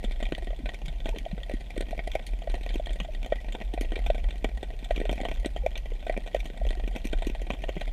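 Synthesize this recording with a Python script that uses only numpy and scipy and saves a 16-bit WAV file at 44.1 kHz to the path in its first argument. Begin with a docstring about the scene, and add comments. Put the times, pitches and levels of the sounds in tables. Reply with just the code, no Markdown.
"""Snapping shrimp crackle all around on a shallow reef, heard from inside a waterproof camera housing.
Each snap is a collapsing bubble: a sharp crack scattered by rock and sand, and a low knock that rings
the housing. Far off, the shrimp merge into a fine sizzle over a low wash. A few bubbles blip, some
snaps carry a deep thump, and water moving past the housing makes a deep, uneven rumble."""
import sys
import numpy as np
from scipy import signal
from scipy.fft import rfft, irfft, next_fast_len
from scipy.io import wavfile
from scipy.ndimage import uniform_filter1d

SR = 44100
rng = np.random.default_rng(int(sys.argv[2]) if len(sys.argv) > 2 else 0)


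def store_pcm(level_fs):
    """Save levels as 16-bit WAV."""
    pcm = np.round(np.clip(level_fs, -1, 1) * 32767).astype(np.int16)
    wavfile.write(sys.argv[1], SR, np.atleast_2d(pcm).T)


N = 349272

# push of the water on the housing: t/s, level/dB
WATER_PUSH = [(0.0, -29), (0.12, -28.5), (0.84, -34.7), (1.04, -28.5), (1.32, -36.3), (1.52, -33),
              (2.2, -33.0), (2.56, -28.6), (3.56, -33.5), (4.12, -25), (4.8, -35.5), (4.92, -28.5),
              (6.52, -34), (6.68, -24.5), (7.0, -33.5), (7.16, -26), (7.48, -33.4), (7.91, -30.5)]
# colour of the rumble at the microphone: f/Hz, gain/dB
RUMBLE_COLOUR = [(12, -32.5), (22, -13), (30, 5), (37, -0.5), (45, -0.5), (52, -7.5), (62, -16.5),
                 (76, -29.5), (110, -46.5), (220, -36.5), (500, -104)]
# colour of the wash from the far reef: f/Hz, gain/dB
WASH_COLOUR = [(60, -16.5), (110, 5), (200, -3), (450, -9), (670, -4.5), (850, -11.5), (1200, -27.5),
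               (2500, -19.5), (6000, -32), (15000, -38.5)]
# broad response of the housing wall: f/Hz, gain/dB
WALL_RESPONSE = [(90, 6), (180, -4), (450, -13.5), (720, 10), (1250, 0.1), (1700, -8), (2100, 4), (2900, 7),
                 (4100, 1), (5100, -12.5), (5800, -8), (9000, -15.5), (10500, -18), (13000, -16),
                 (15000, -28)]
# resonances of the wall: f/Hz, width/Hz, lift/dB
WALL_RESONANCES = [(1527, 54, 14), (1896, 69, 22), (2367, 220, 11), (3200, 128, 9.5), (3543, 116, 8.5),
                   (6990, 120, 7), (8750, 1160, 7.5)]
# short pitched blips, from bubbles and the thumps under some snaps: t/s, f/Hz, level/dB
BLIPS = [(0.039, 222, -34.5), (0.322, 188, -36), (0.424, 358, -45), (0.597, 263, -41), (.632, 239, -39.5),
         (0.835, 144, -44), (.879, 153, -34.5), (1.124, 900, -49), (1.139, 453, -40.5), (1.328, 175, -30),
         (3.01, 170, -36), (3.085, 620, -38), (3.383, 1960, -47), (7.763, 174, -30)]
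# rise and fall of the surrounding colony: t/s, gain/dB
COLONY_SWELL = [(0, 4.5), (.3, -1.5), (.5, -1), (.8, -6.5), (1.1, 1), (1.3, 0.5), (2, 1), (2.35, -4),
                (2.6, 3.5), (3.4, -2), (3.9, -0.5), (4.55, -2), (4.85, -1.5), (5.2, 4.5), (5.55, -4.5),
                (6.15, 0), (6.5, -0.5), (7.92, 1)]
# snaps nearest the microphone: t/s, knock f/Hz, knock level/dB, crack level/dB, bright tick level/dB
NEAR_SNAPS = [(.0397, 500, -36.5, -49, -55), (.1209, 288, -68, -46.5, -63), (.2262, 410, -32.5, -40.5, -50),
              (.2539, 440, -56, -40, -66), (.2651, 450, -46, -45, -67), (.3218, 347, -27.5, -38.5, -57),
              (.3497, 420, -62, -39, -67), (.3805, 566, -38.5, -47, -55), (.5294, 606, -40, -54, -76),
              (.6579, 560, -38, -40, -62), (.6894, 655, -40.5, -38, -59.5), (.7435, 370, -48, -44.5, -56.5),
              (.8579, 350, -73, -47.5, -56), (.8819, 250, -49, -43.5, -58), (1.0571, 684, -33, -40.5, -56),
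              (1.0894, 317, -35.5, -42.5, -49.5), (1.1714, 366, -41, -62, -81),
              (1.1845, 208, -52, -43.5, -52), (1.2612, 650, -32.5, -69, -80),
              (1.4322, 540, -67, -43.5, -62), (1.5114, 496, -41, -51.5, -74), (1.5371, 278, -31, -49, -57),
              (1.7766, 360, -31.5, -45, -48.5), (1.8067, 400, -32, -42.5, -45.5),
              (1.909, 333, -41, -48, -57), (1.9281, 645, -32.5, -55, -74), (1.9915, 424, -35.5, -36, -82),
              (2.0745, 550, -34.5, -45, -50), (2.1164, 580, -71, -43, -56), (2.1528, 593, -24.5, -35, -50),
              (2.2653, 250, -70, -48.5, -48), (2.473, 600, -31.5, -49, -73), (2.5409, 434, -34, -42.5, -57),
              (2.6909, 357, -63, -43, -64), (2.7556, 348, -31.5, -45, -54), (2.7965, 605, -31.5, -58, -63),
              (2.8593, 560, -63, -44, -56), (2.8929, 610, -46, -45, -72), (3.001, 330, -37, -35.5, -55),
              (3.2605, 570, -39.5, -49, -54.5), (3.3218, 565, -21, -35.5, -66),
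              (3.5227, 450, -60, -45, -54), (3.55, 594, -35.5, -42, -59), (3.6127, 322, -35.5, -41.5, -64),
              (3.7382, 330, -34.5, -59, -52), (3.7762, 620, -32.5, -43, -72),
              (3.8103, 332, -31, -43.5, -42.5), (3.8312, 397, -42, -51, -65), (3.9197, 358, -34, -43, -60),
              (3.9567, 414, -54, -36, -64), (3.9645, 424, -35, -53.5, -69), (3.9901, 427, -40, -46.5, -60),
              (4.0629, 414, -36, -38.5, -49), (4.1, 580, -21, -39, -55), (4.152, 630, -39.5, -50, -61),
              (4.2413, 620, -42.5, -46.5, -63), (4.3067, 500, -50, -44, -63),
              (4.4442, 400, -26.5, -33.5, -48.5), (4.6295, 480, -35, -45.5, -52.5),
              (4.8443, 490, -74, -46, -53.5), (4.9073, 617, -23.5, -37, -56),
              (4.9603, 530, -65, -39.5, -60), (5.0003, 365, -33, -43.5, -55),
              (5.0141, 413, -30.5, -42, -76), (5.0932, 480, -29, -36, -53), (5.1133, 266, -40, -57, -51),
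              (5.1279, 530, -32.5, -44, -50), (5.1785, 370, -41, -42.5, -69),
              (5.2135, 293, -34.5, -49.5, -51.5), (5.2329, 550, -35.5, -45.5, -79),
              (5.2514, 613, -29.5, -36.5, -55), (5.2853, 414, -38, -40, -61),
              (5.3142, 540, -35.5, -40, -62), (5.4466, 460, -36, -38, -66),
              (5.4584, 327, -28, -46.5, -41.5), (5.562, 560, -33.5, -43.5, -56.5),
              (5.6619, 590, -22, -36.5, -50), (5.7548, 560, -49, -39, -73), (5.7755, 480, -65, -43.5, -52),
              (6.0661, 585, -33.5, -44.5, -57), (6.0964, 600, -25, -34.5, -57),
              (6.1656, 510, -37, -41, -73), (6.1759, 394, -31.5, -41.5, -55), (6.346, 580, -22, -37.5, -49),
              (6.4028, 550, -69, -42, -59.5), (6.6138, 637, -35, -69, -79), (6.6668, 460, -39, -49, -56),
              (6.6891, 310, -63, -46, -55), (6.7066, 390, -37.5, -42, -52), (6.8369, 315, -40, -50, -78),
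              (6.9613, 500, -33.5, -41, -50.5), (7.0517, 280, -31.5, -46.5, -48.5),
              (7.0712, 370, -52, -46, -49.5), (7.1314, 470, -30, -37.5, -53), (7.2214, 744, -35, -43, -53),
              (7.2686, 326, -28.5, -46, -46.5), (7.4167, 460, -39, -50, -53.5),
              (7.5033, 584, -29, -34, -55), (7.5349, 347, -38.5, -46, -60), (7.6382, 288, -35, -40.5, -61),
              (7.6905, 450, -31, -41, -54), (7.7662, 310, -34, -43.5, -77),
              (7.8108, 420, -42, -39.5, -58.5)]

SNAP_SAMPLES, SNAP_S = 2048, .013  # room for one short sound; time over which its level is taken
BODY_HZ, BODY_WIDTH_HZ, BODY_DB = 687.6, 140, 10.5  # main ring of the housing


def undb(db):
    """Decibels to gain."""
    return 10 ** (np.asarray(db) / 20)


def level(x, db):
    """Set the rms level."""
    return x * undb(db) / np.sqrt(np.mean(x ** 2))


def burst_level(x, db):
    """Set each row's energy as an rms level over SNAP_S."""
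    return x * undb(db) / np.sqrt(np.sum(x ** 2, axis=-1, keepdims=True) / (SNAP_S * SR))


def colour(x, points):
    """Causal filter through points of f/Hz, gain/dB, built from the cepstrum."""
    size = x.shape[-1]
    hz, db = np.transpose(points)
    f = np.maximum(np.fft.rfftfreq(size, 1 / SR), 1)
    gain = undb(np.interp(np.log(f), np.log(hz), db))
    cepstrum = irfft(np.log(gain), size)
    cepstrum[1:size // 2] *= 2
    cepstrum[size // 2 + 1:] = 0
    return irfft(rfft(x) * np.exp(rfft(cepstrum)), size)


def pass_band(x, kind, hz, order):
    """Keep the "low" or "high" side of hz."""
    return signal.sosfilt(signal.butter(order, hz, kind, fs=SR, output="sos"), x)


def ring(x, hz, width_hz, db):
    """A resonance that lifts its own band by db and rings on."""
    b, a = signal.iirpeak(hz, hz / width_hz, fs=SR)
    return x + (undb(db) - 1) * signal.lfilter(b, a, x)


def noise(points):
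    """Steady noise of a given colour."""
    return colour(rng.standard_normal(next_fast_len(N, True)), points)[:N]


def wavelets(hz, swell_s):
    """Short tones that swell and die away, peaking at swell_s."""
    t = np.arange(SNAP_SAMPLES) / SR
    age = t / swell_s
    return (age * np.exp(-age)) ** 2 * np.sin(2 * np.pi * (hz * t + rng.random((len(hz), 1))))


def place(start_s, sounds):
    """Lay each short sound at its time."""
    out = np.zeros(N + SNAP_SAMPLES)
    for start, sound in zip(np.clip(start_s[:, 0] * SR, 0, N - 1).astype(int), sounds):
        out[start:start + SNAP_SAMPLES] += sound
    return out[:N]


def housing(x):
    """On its way to the microphone, sound passes the plastic wall and rings its modes."""
    x = colour(x, WALL_RESPONSE)
    for hz, width_hz, db in WALL_RESONANCES:
        x = ring(x, hz, width_hz, db)
    return x


def far_reef(count=14000, spread_db=5):
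    """In the distance, thousands of snaps merge into a sizzle over a soft low wash."""
    clicks = np.zeros(next_fast_len(N, True))
    strengths = rng.choice([-1, 1], count) * undb(spread_db * rng.standard_normal(count))
    clicks[rng.integers(0, N, count)] = strengths
    return level(housing(clicks)[:N], db=-68.5) + level(noise(WASH_COLOUR), db=-52.5)


def water_rumble(gain_db=0.66):
    """Eddies buffet the housing, right at the microphone; their strength follows the water's push."""
    eddies = noise(RUMBLE_COLOUR)
    power = uniform_filter1d(uniform_filter1d(eddies ** 2, size=SR // 4), size=SR // 8)
    push_db = np.interp(np.arange(N) / SR, *np.transpose(WATER_PUSH))
    return eddies / np.sqrt(power) * undb(push_db + gain_db)


def blips():
    """Short pitched blips: a few bubbles, and the deep thumps under some snaps."""
    start_s, hz, db = np.transpose(BLIPS)[:, :, None]
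    return place(start_s, burst_level(wavelets(hz, swell_s=0.0062), db))


def knocks(hz, swell_s, db, scatter=0.065, scatter_s=0.0078, short_s=0.0011):
    """The low wave of a snap flexes and rings the housing; little passes above that ring."""
    wave = wavelets(hz, 0.78 * swell_s)
    # short waves break up on the rocks, long ones stay round
    roughness = scatter * np.minimum(short_s / swell_s, 1) ** 2
    t = np.arange(SNAP_SAMPLES) / SR
    paths = roughness * rng.standard_normal(wave.shape) * np.exp(-t / scatter_s)
    paths[:, 0] = 1  # straight to the microphone
    wave = signal.fftconvolve(wave, paths, axes=1)[:, :SNAP_SAMPLES]
    wave = pass_band(wave, "low", hz=820, order=3)
    flexed = ring(wave, hz=215, width_hz=130, db=8)
    return burst_level(ring(flexed, BODY_HZ, BODY_WIDTH_HZ, BODY_DB), db)


def cracks(crack_db, tick_db, bigness, scatter, tail, scatter_s=0.0037, tail_s=0.013,
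           ripple_db=4, tilt_db=5, pivot_hz=2700, tick_hz=5000):
    """A sharp pulse, then sparse echoes off nearby rock and a faint tail from the sea bed."""
    t = np.arange(SNAP_SAMPLES) / SR
    diffuse = rng.standard_normal((len(crack_db), SNAP_SAMPLES))
    echoes = diffuse ** 5 / np.sqrt(945)  # sparse spikes of unit power
    pulse = scatter * echoes * np.exp(-t / scatter_s) + tail * diffuse * np.exp(-t / tail_s)
    pulse[:, 0] += 1
    # every path through the rocks has its own broad colour
    f = np.fft.rfftfreq(SNAP_SAMPLES, 1 / SR)
    octaves = np.log2(1 + f / BODY_HZ)
    phases = 2 * np.pi * rng.random((len(crack_db), 2))
    ripple = np.sin(2 * np.pi * octaves + phases[:, :1]) + np.sin(4 * np.pi * octaves + phases[:, 1:])
    # a big bubble cracks lower, a small one higher
    tilt = bigness * np.tanh(2 * np.log2((f + 1) / pivot_hz))
    inside = housing(irfft(rfft(pulse) * undb(ripple_db * ripple - tilt_db * tilt)))
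    crack = pass_band(inside, "low", tick_hz, order=4)
    tick = pass_band(inside, "high", tick_hz, order=4)
    return burst_level(crack, crack_db) + burst_level(tick, tick_db)


def snaps(rows, swell_s, scatter, tail, usual_lead_db=3, round_lead_db=9, loud_db=-48.5):
    """Each collapsing bubble gives a knock and a crack; more scatter and tail soften the crack."""
    start_s, hz, knock_db, crack_db, tick_db = np.transpose(rows)[:, :, None]
    # big bubbles crack louder and put more into the knock, which grows from a tap to a round tone
    lead_db = knock_db - crack_db
    bigness = np.tanh((lead_db - usual_lead_db) / 9 + np.maximum(crack_db - loud_db, 0) / 19)
    stretch = 2 ** (1.49 * np.tanh((lead_db - round_lead_db) / 4))
    knock = knocks(hz, swell_s * stretch, knock_db)
    return place(start_s, knock + cracks(crack_db, tick_db, bigness, scatter, tail))


def colony(count, base_db, range_db, knock_lead_db, tick_lead_db, spread_db, low_hz, high_hz):
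    """Rows like NEAR_SNAPS for weaker snaps, each with a random time, distance, pitch and brightness."""
    jitter, distance, pitch = rng.random((count, 3)).T
    knock_offset, tick_offset = spread_db * rng.standard_normal((count, 2)).T
    start_s = (np.arange(count) + jitter) / count * N / SR
    hz = low_hz + (high_hz - low_hz) * pitch
    crack_db = base_db - range_db * distance + np.interp(start_s, *np.transpose(COLONY_SWELL))
    knock_db = crack_db + knock_lead_db + knock_offset
    tick_db = crack_db + tick_lead_db + tick_offset
    return np.column_stack([start_s, hz, knock_db, crack_db, tick_db])


def shrimp():
    """Shrimp at three distances: close to the microphone, crisp on the rocks around, soft further off."""
    near = snaps(NEAR_SNAPS, swell_s=0.0011, scatter=0.66, tail=0.14)
    around_rows = colony(count=110, base_db=-45, range_db=7.5, knock_lead_db=5, tick_lead_db=-15,
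                         spread_db=3.5, low_hz=273, high_hz=673)
    around = snaps(around_rows, swell_s=0.0017, scatter=0.49, tail=0.11)
    further_rows = colony(count=400, base_db=-54, range_db=8, knock_lead_db=0, tick_lead_db=-14.5,
                          spread_db=5.5, low_hz=164, high_hz=799)
    further = snaps(further_rows, swell_s=0.0054, scatter=0.49, tail=0.28)
    return near + around + further


def scene():
    """One microphone on the reef: shrimp, the far sizzle, short blips and moving water."""
    return (shrimp() + far_reef() + blips() + water_rumble())[None]


def record(dry):
    """The camera cuts the treble steeply above 15.1 kHz."""
    return signal.sosfilt(signal.ellip(8, .2, 80, 15100, fs=SR, output="sos"), dry)


dry = scene()
out = record(dry)
store_pcm(out)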